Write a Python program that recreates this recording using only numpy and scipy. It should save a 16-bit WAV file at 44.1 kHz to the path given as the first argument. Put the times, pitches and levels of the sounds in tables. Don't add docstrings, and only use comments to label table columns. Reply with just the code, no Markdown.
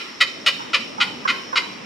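import sys
import numpy as np
from scipy import signal
from scipy.io import wavfile
from scipy.ndimage import uniform_filter1d

SR = 44100
rng = np.random.default_rng(int(sys.argv[2]) if len(sys.argv) > 2 else 0)


def bounce(signal):
    frames = np.transpose(np.atleast_2d(signal))
    limited = np.clip(frames, -1, 1)
    pcm = np.round(limited * 32767).astype(np.int16)
    wavfile.write(sys.argv[1], SR, pcm)


def amplitude_ratio(level_db):
    exponent = np.asarray(level_db, float) / 20
    return 10 ** exponent


N = 81585
LEAD_S = 0.4
TRACK = N + int(LEAD_S * SR)
CALL_SIZE = 4096
CALL_LEAD = 8


def level(x, db):
    return x * amplitude_ratio(db) / np.sqrt(np.mean(x ** 2))


def ring(x, hz, width_hz):
    return signal.lfilter(*signal.iirpeak(hz, hz / width_hz, fs=SR), x)


def walk(rate, size):
    hold = int(SR / rate)
    stairs = np.repeat(rng.standard_normal(size // hold + 1), hold)
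    return 1.37 * uniform_filter1d(uniform_filter1d(stairs, hold), hold)[:size]


def curve(table, hz):
    points = np.array(table)
    return np.interp(np.log(hz), np.log(points[:, 0]), points[:, 1])


def stereo(mid, side):
    return np.array([mid + side, mid - side])


def throat(length, hz, chance, size):
    sag = 0.34
    jitter, shimmer_db, breath_db = 0.055, 2.2, -18
    sample = np.arange(size)
    share = sample / SR / length
    turns = np.cumsum(hz * (1 - sag * np.minimum(share, 1))) / SR

    pulse = np.arange(64)
    uneven = jitter * chance[:64] * (pulse > 0)
    at = np.interp(pulse + uneven, turns, sample) + CALL_LEAD
    near = sample[None] - at[:, None]
    strength = amplitude_ratio(shimmer_db * chance[64:128])[:, None]
    clicks = (strength * np.sinc(near) * np.exp(-(near / 6) ** 2)).sum(axis=0)
    breath = amplitude_ratio(breath_db) * np.sqrt(hz / SR) * chance[128:128 + size]
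    return clicks + breath, share, turns


def effort(share, peak, start_db, end_db):
    held = min(peak + 0.29, 0.95)
    swell_db = np.interp(share, [0, peak, held, 1], [start_db, 0, max(-3, end_db), end_db])
    stop = np.clip((1.1 - share) / 0.3, 0, 1)
    return amplitude_ratio(swell_db) * stop


def put(out, x, start):
    i = int((start + LEAD_S) * SR) - CALL_LEAD
    return out + np.pad(x, (i, TRACK - i - len(x)))


def near_bird():
    # start in seconds, level in dB, length in seconds, first pitch in Hz, brightness in dB per octave.
    near_honks = [
        (-.075, -16.5, 0.041, 724.8, -4.5),
        (.2050, -13, 0.036, 725.2, 3),
        (0.4627, -13.5, 0.036, 722, 1.5),
        (0.7327, -15.5, .038, 690, -3),
        (1.0023, -16, .042, 657, -6.5),
        (1.277, -18.5, 0.046, 674.8, -8.5),
        (1.5570, -16, .036, 678.5, -5),
    ]
    # centre of the lifted region in Hz, lift in dB, chest in dB,
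    # share of the length at full effort, start level in dB.
    bill_openings = [(2500, 2.5, -25, 0.57, -1), (2117, 10, 2.5, 0.2, -14), (3030, 1.5, 6.5, 0.55, 1),
                     (2570, 3.5, 5, 0.33, -13), (3000, 3.5, -8, 0.42, -7.5), (1960, 7, -2.5, 0.44, -4.5),
                     (3600, 2.5, 3, 0.49, -7)]
    # centre in Hz, width in Hz, level in dB.
    pipe_modes = [(1144, 240, -24.5), (1431.5, 87.4, -3), (2055, 75, 1), (2465, 254, -1.5), (2979, 225, -1),
                  (3792, 224, -4), (4423, 115, -5), (5047, 64, -4), (5490, 88, -35), (6416, 560, -14.5),
                  (9010, 200, -12)]
    bill_octaves = 0.089
    neck_spread, neck_db = 0.01, 1.5
    rasp_hz, rasp_width_hz = 7140, 5000
    rasp_db, rasp_turn, rasp_room_db = -16, 1.5, -12.5
    body = signal.butter(3, [950, 5030], "band", fs=SR, output="sos")

    out, sent = np.zeros(TRACK), np.zeros(TRACK)
    chances = rng.standard_normal((len(near_honks), CALL_SIZE + 128))
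    necks = rng.standard_normal((len(near_honks), 2, 16))
    for honk, bill, chance, neck in zip(near_honks, bill_openings, chances, necks):
        start, db, length, hz, bright_db = honk
        bill_hz, lift_db, chest_db, peak, start_db = bill
        pulses, share, turns = throat(length, hz, chance, CALL_SIZE)
        low = effort(share, 0.13, start_db / 2, -17)
        high = effort(share, peak, start_db, -18.5)

        call = 0
        for (mode_hz, width_hz, mode_db), shift, jolt in zip(pipe_modes, *neck):
            lift = lift_db * np.exp(-(np.log2(mode_hz / bill_hz) / bill_octaves) ** 2)
            tilt = bright_db * np.log2(mode_hz / 2000)
            driven = pulses * (low if mode_hz < 1700 else high)
            mode = ring(driven, mode_hz * (1 + neck_spread * shift), width_hz)
            call = call + amplitude_ratio(mode_db + lift + tilt + neck_db * jolt) * mode
        call = -level(signal.sosfilt(body, call), 0) * np.sqrt(length * SR / CALL_SIZE)

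        chest = amplitude_ratio(-23) * np.sin(2 * np.pi * turns) + amplitude_ratio(-22) * np.sin(4 * np.pi * turns)
        call = call + chest * amplitude_ratio(chest_db) * effort(share, 0.7, -5, -4)

        puffs = chance[::-1][:CALL_SIZE] * np.exp(-(turns % 1) / 0.72) * high
        rasp = ring(ring(puffs, rasp_hz, rasp_width_hz), rasp_hz, rasp_width_hz * 2)
        direct = call + amplitude_ratio(rasp_db + rasp_turn * bright_db) * rasp
        out = put(out, amplitude_ratio(db) * direct, start)
        sent = put(sent, amplitude_ratio(db) * (call + amplitude_ratio(rasp_room_db) * rasp), start)
    return out, sent


def side_bird():
    # start in seconds, level in dB, length in seconds, pitch in Hz, lowest strong throat mode in Hz.
    answer_notes = [
        (0.591, -39, 0.038, 456.4, 990),
        (0.981, -32.5, 0.061, 432.8, 924),
        (1.2521, -28, 0.0176, 526, 1117),
        (1.5279, -31, 0.022, 551.6, 1045),
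    ]
    # ratio to that mode, width in Hz, level in dB.
    throat_modes = [(.5, 200, -18), (1, 220, 0), (1.4, 240, -5), (2.2, 400, -22), (4.5, 5000, -38)]
    out = np.zeros(TRACK)
    chances = rng.standard_normal((len(answer_notes), CALL_SIZE + 128))
    for (start, db, length, hz, mode_hz), chance in zip(answer_notes, chances):
        pulses, share, _ = throat(length * 3, hz, chance, CALL_SIZE)
        driven = pulses * effort(share * 3, 0.15, -2, -6)
        call = 0
        for ratio, width_hz, mode_db in throat_modes:
            mode = ring(ring(driven, mode_hz * ratio, width_hz), mode_hz * ratio, width_hz)
            call = call + amplitude_ratio(mode_db) * mode
        out = put(out, level(call, db), start)
    return out


def echoes(x):
    # delay in seconds, level in dB, left over right in dB.
    reflections = [(.0052, -16.5, 3), (.0093, -11.5, -9.5), (.021, -12, 0), (0.032, -20.5, 5),
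                   (0.063, -25.5, -14), (0.081, -30, -5)]
    out = 0
    for delay, db, pan in reflections:
        late = np.pad(x, (int(delay * SR), 0))[:TRACK]
        out = out + amplitude_ratio(db + np.array([[pan], [-pan]]) / 2) * late
    return out


def rocks(x, wet_db):
    # frequency in Hz, time to fall 60 dB in seconds.
    tail_decay = [(500, 0.55), (1400, 0.31), (2500, 0.5), (4500, 0.56), (8000, 0.35), (13000, 1)]
    build_s, side_db = 0.036, -1
    scatter, scatter_hz = 0.7, 250
    t = np.arange(SR) / SR
    tail = np.zeros((2, SR))
    for hz in 200 * 2 ** np.arange(0, 6.5, 0.5):
        band = ring(rng.standard_normal((2, SR)), hz, hz / 2.8)
        tail = tail + band * amplitude_ratio(-60 * t / curve(tail_decay, hz))
    tail = tail * (1 - np.exp(-t / build_s))
    tail = tail / np.sqrt((tail ** 2).sum(axis=1, keepdims=True)) * amplitude_ratio(wet_db)
    blurred = x[None] * (1 + scatter * walk(scatter_hz, TRACK))
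    mid, side = signal.fftconvolve(blurred, tail, axes=1)[:, :TRACK]
    return stereo(mid, amplitude_ratio(side_db) * side)


def grunts():
    # start in seconds, level in dB, length in seconds, pitch in Hz.
    grunt_notes = [
        (.792, -34, 0.055, 230),
        (1.13, -37.5, 0.1, 238),
        (1.3, -42, .05, 265),
    ]
    out = np.zeros(TRACK)
    for start, db, length, hz in grunt_notes:
        t = np.arange(int(length * SR)) / SR
        swell = np.sin(np.pi * (t / length) ** 0.46)
        out = put(out, amplitude_ratio(db) * swell * np.sin(2 * np.pi * hz * t), start)
    return out


def air():
    # frequency in Hz, level in dB per Hz.
    air_spectrum = [(18, -59), (30, -40), (253, -2.5), (881, -16), (1170, -5.5), (1600, -38), (1970, -6.5),
                    (5440, -23.5), (15000, -63)]
    # frequency in Hz, side level against mid in dB.
    air_spread = [(60, -15), (250, -6.5), (700, 1.5), (3000, -3), (12000, 5)]
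    # time in seconds, lift of the bass in dB.
    traffic_swell = [(0, -1), (.4, 3.5), (.9, 7), (1.3, 7.5), (1.85, 5.5)]
    swell_top_hz, flicker_db = 650, 2
    out = 0
    swell = np.interp(np.arange(TRACK) / SR - LEAD_S, *np.array(traffic_swell).T)
    for hz in 30 * 2 ** np.arange(0, 9.1, 1 / 3):
        mid, side = ring(ring(rng.standard_normal((2, TRACK)), hz, hz / 3), hz, hz / 3)
        bass_lift = swell / (1 + (hz / swell_top_hz) ** 2)
        db = curve(air_spectrum, hz) + flicker_db * walk(8.53, TRACK) + bass_lift
        out = out + amplitude_ratio(db) * stereo(mid, amplitude_ratio(curve(air_spread, hz)) * side)
    return level(out, -37)


def insects():
    hz, width_hz = 5400, 520
    mid, side = ring(ring(rng.standard_normal((2, TRACK)), hz, width_hz), hz, width_hz)
    flicker = amplitude_ratio(1.5 * walk(24.73, TRACK))
    return level(flicker * stereo(mid, amplitude_ratio(-11) * side), -45)


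def scene():
    near, sent = near_bird()
    far = side_bird()
    pan = amplitude_ratio(np.array([[1], [-1]]) / 2)
    ahead = near * pan + echoes(sent) + rocks(sent, -15)
    aside = stereo(amplitude_ratio(-7.5) * far, -amplitude_ratio(1.5) * far) + rocks(far, -4)
    return (ahead + aside + grunts() + air() + insects())[:, -N:]


def low_pass(x):
    return signal.sosfilt(signal.butter(12, 15690, fs=SR, output="sos"), x)


def record(dry):
    rounded = 1.6 * np.tanh(dry / 1.6)
    top_cut = signal.ellip(8, 0.2, 70, 15650, fs=SR, output="sos")
    mix = np.clip(signal.sosfilt(top_cut, rounded), -0.99, 0.99)
    return low_pass(mix)


dry = scene()
out = record(dry)
bounce(out)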